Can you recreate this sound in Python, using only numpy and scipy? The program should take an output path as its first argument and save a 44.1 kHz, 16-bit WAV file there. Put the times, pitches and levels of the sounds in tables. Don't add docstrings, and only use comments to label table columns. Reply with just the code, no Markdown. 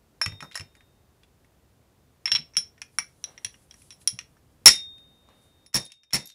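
import sys
import numpy as np
from scipy import signal
from scipy.fft import rfft, irfft, next_fast_len
from scipy.io import wavfile
from scipy.ndimage import map_coordinates

SR = 44100
rng = np.random.default_rng(int(sys.argv[2]) if len(sys.argv) > 2 else 0)


def transcribe(signal):
    frames = np.atleast_2d(signal).T
    limited = np.clip(frames, -1, 1)
    pcm = np.round(limited * 32767).astype(np.int16)
    wavfile.write(sys.argv[1], SR, pcm)


N = 279814


def amp(db):
    return 10 ** (np.asarray(db) / 20)


def unit(x):
    return x / np.sqrt(np.mean(x ** 2) + 1e-20)


def along(points, hz):
    point_hz, value = np.transpose(points)
    return np.interp(np.log(hz + 1), np.log(point_hz + 1), value)


def curve(rows):
    return np.interp(np.arange(N) / SR, *np.transpose(rows))


def noise(points, size):
    m = next_fast_len(size + 2048)
    gain = amp(along(points, np.fft.rfftfreq(m, 1 / SR)))
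    spectrum = rfft(rng.standard_normal(m)) * gain
    return unit(irfft(spectrum, m)[:size])


def add(track, s, sound):
    part = track[round(s * SR):][:len(sound)]
    part += sound[:len(part)]


def favour(hz, near_hz, octaves):
    return -6 * (np.log2(hz / near_hz) / octaves) ** 2


def ring(modes, t, t60, scatter_db, near_hz=None, octaves=1, detune=.003):
    hz, db = np.transpose(modes)
    db = db + scatter_db * rng.standard_normal(len(hz))
    if near_hz:
        db = db + favour(hz, near_hz, octaves)
    sign = rng.choice([-1, 1], len(hz))
    gain = unit(amp(db - db.max())) * np.sqrt(2 / len(hz)) * sign
    hz = hz * (1 + detune * rng.standard_normal(len(hz)))
    return gain @ np.sin(2 * np.pi * hz[:, None] * t) * amp(-60 * t / t60)


# (frequency [Hz], relative density [dB per Hz])
AIR = [(15, -33), (25, -16.5), (64, 2.5), (170, -11), (212, -6.5), (249, -7.5), (451, -10.5), (2160, -24.5),
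       (8360, -29.5), (16000, -31.5)]
AIR_DB = -62.5


def room_tone():
    return amp(AIR_DB) * noise(AIR, N)


# (time [s], level [dB])
STIR = [(0.0, -68), (4.62, -63.5), (5.6, -66.5)]


def stir():
    return amp(curve(STIR)) * noise([(25, -24), (60, -2.5), (130, 0), (300, -15.0), (600, -47.5)], N)


# (time [s], level [dB])
SLIDE = [(2.8, -93), (2.95, -69.5), (3.1, -73), (3.33, -67), (3.42, -71.5), (3.6, -65), (3.7, -71.5),
         (3.8, -60.5), (3.9, -65), (3.98, -75), (4.02, -57), (4.06, -78.5), (4.27, -73.5), (4.4, -79.5),
         (5.25, -89.5), (5.42, -66.5), (5.6, -88.5)]
# (frequency [Hz], relative density [dB per Hz])
RUB = [(1500, -30), (3000, -10), (7000, -7), (10000, 0), (12000, -10), (16000, -28)]


def rubbing(uneven):
    return amp(curve(SLIDE) + 2.0 * uneven) * noise(RUB, N)


# (time [s], level [dB])
RUSTLE = [(3.2, -89), (3.28, -56), (3.38, -64), (3.5, -77.5), (5.2, -82.5), (5.3, -62), (5.5, -77),
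          (5.6, -78)]


def rustle(uneven):
    colour = [(200, -30.5), (500, 0.5), (1500, -9.5), (4000, -14.0), (8000, -45.0)]
    return amp(curve(RUSTLE) + 1.2 * uneven) * noise(colour, N)


def background():
    grain = 1500
    uneven = map_coordinates(rng.standard_normal(N // grain + 4), [np.arange(N) / grain])
    return room_tone() + stir() + rubbing(uneven) + rustle(uneven)


CHATTER_FADE_DB_PER_S = 270


def chatter(t):
    later = t - np.r_[0, rng.uniform(.002, .024, 4)][:, None]
    fade = amp(CHATTER_FADE_DB_PER_S * later[1:, 0])
    strength = np.r_[1, .3 * rng.random(4) * fade]
    return strength @ ((later >= 0) * amp(-60 * np.abs(later) / 0.02))


# (frequency [Hz], relative level [dB])
KNOCK = [(1100, -4), (1280, -3), (1873, 4), (2100, -1), (2290, -1.5), (2500, -2), (2750, -2), (3300, 5.5),
         (4000, 7.5)]


def knock(t, knock_hz, touches):
    band = np.geomspace(100, 8000, num=16)
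    skirt = favour(band, knock_hz, np.where(band < knock_hz, 1.1, .6))
    crack = noise(np.c_[band, skirt], len(t)) * touches
    return .7 * ring(KNOCK, t, .045, scatter_db=5, near_hz=knock_hz, octaves=.4, detune=.025) + crack


# (frequency [Hz], relative level [dB])
CLINK = [(5190, -8.5), (5400, -0.5), (5530, -2.5), (5630, -4), (5790, 2.5), (6020, -4), (6120, -11)]
LOOSE = [(5300, 0), (5520, 0.022)]
CLAMP_S = 2.45
ROUGH_DB, ROUGH_S, ROUGH_RISE_S = 2.5, .004, 0.015


def clink(s, t, t60, clink_hz):
    modes = LOOSE if s < CLAMP_S else CLINK
    tone = ring(modes, t, t60, scatter_db=1.0, near_hz=clink_hz, octaves=0.066)
    flutter = map_coordinates(rng.standard_normal(204), [t / ROUGH_S])
    onset = 1 - np.exp(-t / ROUGH_RISE_S)
    return tone * amp(ROUGH_DB * onset * flutter)


# (frequency [Hz], relative level [dB])
MIDDLE = [(4000, 7.5), (4550, -2.54), (6750, 2.4), (7400, -3), (7720, -5.1)]
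# (frequency [Hz], relative density [dB per Hz])
SPLASH = [(2500, -30), (4200, 0), (6500, 0), (8500, -5), (12000, -16), (16000, -28)]


def middle(t, t60, touches):
    modes = ring(MIDDLE, t, 0.77 * t60, scatter_db=5.5)
    return 0.36 * modes + 1.53 * noise(SPLASH, len(t)) * touches


# (frequency [Hz], relative level [dB])
HIGH = [(9880, 0), (9960, -2), (10080, -4), (10330, -3), (11070, -3), (11650, -3)]
LOOSE_TOP = [(11100, 20), (12850, -1), (14300, -3), (15100, -5)]
TOP = [(13100, -12), (13790, 0), (14050, -4)]
BARE_S = 1


def treble(s, t, t60, high_hz):
    high = ring(HIGH, t, .8 * t60, scatter_db=3, near_hz=high_hz, octaves=.035)
    if s < BARE_S:
        return high + amp(-2.5) * ring(LOOSE_TOP, t, .4 * t60, scatter_db=4.5)
    return high + amp(-18.5) * ring(TOP, t, 0.46 * t60, scatter_db=3.5)


# (frequency [Hz], t60 [s])
SHOP = [(300, 0.041), (2000, 0.23), (6000, .2), (14000, 0.16)]


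def room(x):
    hz, t, z = signal.stft(rng.standard_normal(SR // 4), SR, nperseg=256)
    fade = amp(-60 * t / along(SHOP, hz)[:, None])
    tail = signal.istft(z * fade, SR, nperseg=256)[1]
    return signal.fftconvolve(np.pad(x, (200, 0)), tail / np.linalg.norm(tail))


# (time [s], knock [dB], clink [dB], treble [dB], knock [Hz], t60 [s])
BLOWS = [(4.6584, -5, 9.5, 1, 2330, 0.044), (5.7435, -5.5, 11, 5, 2110, 0.027),
         (6.133, -3, 7.4, 1.5, 2270, 0.035)]
# (knock [dB], clink [dB], treble [dB])
REBOUND_LOSS_DB = (1.14, 2.5, 2)
REBOUND_S = .0105


def rebounds(count):
    loss = np.r_[0, REBOUND_LOSS_DB, 0, 0]
    rows = []
    for blow in BLOWS:
        for k in range(count):
            delay = np.r_[REBOUND_S * k, np.zeros(5)]
            rows.append(np.array(blow) - loss * k ** 2 + delay)
    return rows


# (time [s], knock [dB], clink [dB], treble [dB], knock [Hz], t60 under the grip [s])
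TAPS = [(0.2142, -20, -19.5, -35.5, 1830, .17), (0.2607, -23, -50, -33, 2130, 0.018),
        (0.321, -44, -70, -75, 2160, .1), (0.4054, -34.5, -46, -55, 2240, 0.14),
        (0.4258, -31, -43.5, -57, 1270, .07), (0.45, -45.5, -61.5, -80, 1320, .1),
        (.5132, -45.5, -61, -68, 1950, 0.097), (.52, -43, -67, -70, 3300, .04),
        (.53, -52, -62, -59, 3000, .04), (.545, -39.5, -62, -56, 3000, .04),
        (0.5545, -25.5, -30, -39, 1940, .13), (.5751, -31.5, -29, -42, 1700, 0.027),
        (0.5964, -36.5, -37, -47, 2440, 0.027), (.608, -39, -37, -52, 1970, 0.048),
        (0.7518, -53, -76, -64, 2210, 0.076), (0.7665, -57, -80, -70, 1620, .1),
        (0.8068, -51, -75, -78, 2110, .07), (1.2335, -50.5, -83.5, -71, 2570, .1),
        (1.4458, -59.5, -80, -72, 2070, 0.083), (2.2564, -24.5, -14.5, -34.5, 2450, 0.047),
        (2.2693, -33.5, -38.5, -60.5, 2470, .13), (2.2775, -24, -30.5, -50, 2500, .19),
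        (2.3172, -15, -14.5, -36.5, 3300, .16), (2.3504, -18, -16, -44, 3120, 0.072),
        (2.3584, -20.5, -18.5, -50, 2880, .04), (2.366, -38, -32.5, -46.5, 2520, 0.057),
        (2.3888, -58, -49, -55, 2600, 0.055), (2.5365, -55.5, -52, -76, 2100, .3),
        (2.553, -45, -59, -68, 2500, .05), (2.568, -20, -14, -23, 3200, 0.12),
        (2.779, -51.5, -61, -77, 1960, 0.05), (2.8174, -34, -30, -38.5, 2400, 0.025),
        (2.9856, -21.5, -16, -19.5, 2050, 0.037), (3.2401, -31, -23.5, -35, 3340, 0.039),
        (3.3777, -42, -40, -62.5, 2620, .04), (3.4465, -27.5, -20.5, -26.5, 3090, 0.037),
        (3.542, -48, -55.5, -72, 2200, 0.084), (3.7102, -45.5, -39.5, -62, 3580, 0.02),
        (3.741, -53, -48.5, -55.5, 2000, .045), (3.818, -55, -58, -45, 2720, .035),
        (3.9057, -43.5, -41, -49.5, 2810, 0.081), (3.9244, -51, -48, -51.5, 2690, 0.079),
        (4.0143, -55, -73, -62, 2880, .1), (4.0746, -27, -12, -12.5, 3010, 0.041),
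        (4.1894, -31.5, -28, -38.5, 2626, 0.03), (4.368, -57.5, -68.5, -81.5, 1527, 0.1),
        (4.7556, -53, -48.5, -35, 3300, 0.056), (4.9815, -59, -80.5, -69, 2226, .1),
        (5.2881, -52, -74, -76, 796, 0.11), (5.6622, -58, -50.5, -51, 2630, 0.12),
        (5.7303, -39, -40, -50, 2320, 0.11), (5.7395, -23, -18, -33, 2200, .05),
        (5.8516, -42, -36, -24.5, 3180, .05), (5.861, -35, -42, -30, 3760, 0.044),
        (5.9019, -39.5, -54.5, -56, 2280, .1), (5.9195, -29, -24, -32, 3160, 0.025),
        (6.034, -40, -39.5, -56, 2340, .07), (6.107, -33.5, -47, -56, 2470, 0.2),
        (6.1264, -21, -25, -42, 2500, .05), (6.257, -40, -48, -25, 3330, 0.072),
        (6.2726, -45, -28, -23.5, 4020, 0.029), (6.291, -36, -38, -43, 3350, 0.061),
        (6.3, -33, -40, -42, 3130, 0.043), (6.32, -38, -45.5, -55, 3930, 0.091)]
# (time [s], favoured clink [Hz], favoured treble [Hz],
# middle [dB re mean of knock and treble dB])
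FIT = [(.4, 5360, 10270, -2.5), (.55, 5200, 9700, 0), (2.199, 5420, 9700, -9.5), (2.45, 5445, 9500, -4.5),
       (2.9, 5640, 9700, -8.5), (4.3, 5610, 9900, -6), (4.6, 5431, 9860, 2.5), (6.2, 5430, 10200, 1),
       (6.25, 5730, 11500, 5)]
SCATTER = 0.01


def contacts():
    out, t = np.zeros(N), np.arange(SR // 5) / SR
    fit_s, *fit = np.transpose(FIT)
    for s, knock_db, clink_db, high_db, knock_hz, t60 in TAPS + rebounds(count=4):
        t60 = np.clip(t60, .02, .4)
        vary = 1 + SCATTER * rng.standard_normal(2)
        clink_hz, high_hz, middle_db = (np.interp(s, fit_s, column) for column in fit)
        clink_hz, high_hz = vary * [clink_hz, high_hz]
        middle_db = middle_db + (knock_db + high_db) / 2
        touches = chatter(t)
        hit = amp(knock_db) * knock(t, knock_hz, touches)
        hit = hit + amp(clink_db) * clink(s, t, t60, clink_hz)
        hit = hit + amp(middle_db) * middle(t, t60, touches)
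        hit = hit + amp(high_db) * treble(s, t, t60, high_hz)
        hit = hit * (1 - np.exp(-t / 0.00017))
        add(out, s, hit)
        add(out, s, amp(-13.5) * room(hit))
    return out


# (time [s], level [dB], t60 [s], grip [dB/s^2])
SINGS = [(.216, -45, 2.3, 39), (.554, -72, 2.1, 73), (.767, -64.5, 0.69, 122), (4.66, -24, 1.13, 86),
         (5.662, -57.5, 6, -5), (5.745, -17.5, 0.48, -24), (6.133, -27, 0.91, 9)]
SING_HZ = 3688
LINGER_DB, LINGER_S = -38.5, 18


def singing():
    out, t = np.zeros(N), np.arange(2 * SR) / SR
    for s, db, t60, grip in SINGS:
        gripped = amp(db - 60 * t / t60 - grip * t ** 2)
        linger = amp(db + LINGER_DB - 60 * t / LINGER_S)
        onset = 1 - np.exp(-t / 0.0021)
        add(out, s, (gripped + linger) * onset * np.sin(2 * np.pi * SING_HZ * t))
    return out


# (time [s], level [dB], swing [Hz], puff [dB re level])
THUDS = [(0.264, -24, 100.5, -21), (.32, -30.5, 99, -17.5), (0.423, -45, 153, 3.5),
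         (.599, -31.5, 96.5, -15), (2.328, -36.5, 117, -10), (2.389, -38, 152.4, -15),
         (2.571, -42.5, 154.4, -9), (2.99, -49, 120, -5), (3.451, -42, 105, -14), (4.129, -35, 120, -24),
         (4.66, -27.5, 48.1, 2.5), (5.75, -6, 127.8, -5.5), (6.136, -7, 139, -4)]
BOARD_S = .14


def bench():
    out, t = np.zeros(N), np.arange(SR // 2) / SR
    colour = [(25, -21), (70, -8.5), (170, -4.0), (400, -10.5), (900, -14), (2000, -36.5)]
    for s, db, hz, puff_db in THUDS:
        puff = amp(puff_db - 60 * t / 0.21) * noise(colour, len(t))
        swing = np.sin(2 * np.pi * hz * t) + 0.51 * np.sin(2 * np.pi * 1.5 * hz * t)
        swing = swing * amp(-60 * t / BOARD_S)
        add(out, s, amp(db) * (swing + puff) * (1 - np.exp(-t / .004)))
    return out


def scene():
    return (background() + contacts() + singing() + bench())[None]


# (time [s], gain [dB])
VOLUME = [(5.66, -1.5), (5.73, -18)]
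CAMERA_HZ, TOP_HZ = 16000, 17480


def record(dry):
    clipped = np.clip(dry, -1.1, 1.1)
    camera = signal.cheby2(14, 40, CAMERA_HZ, fs=SR, output="sos")
    final = signal.cheby2(14, 40, TOP_HZ, fs=SR, output="sos")
    turned = signal.sosfiltfilt(camera, clipped) * amp(curve(VOLUME))
    return signal.sosfiltfilt(final, np.clip(turned, -.97, .97))


dry = scene()
out = record(dry)
transcribe(out)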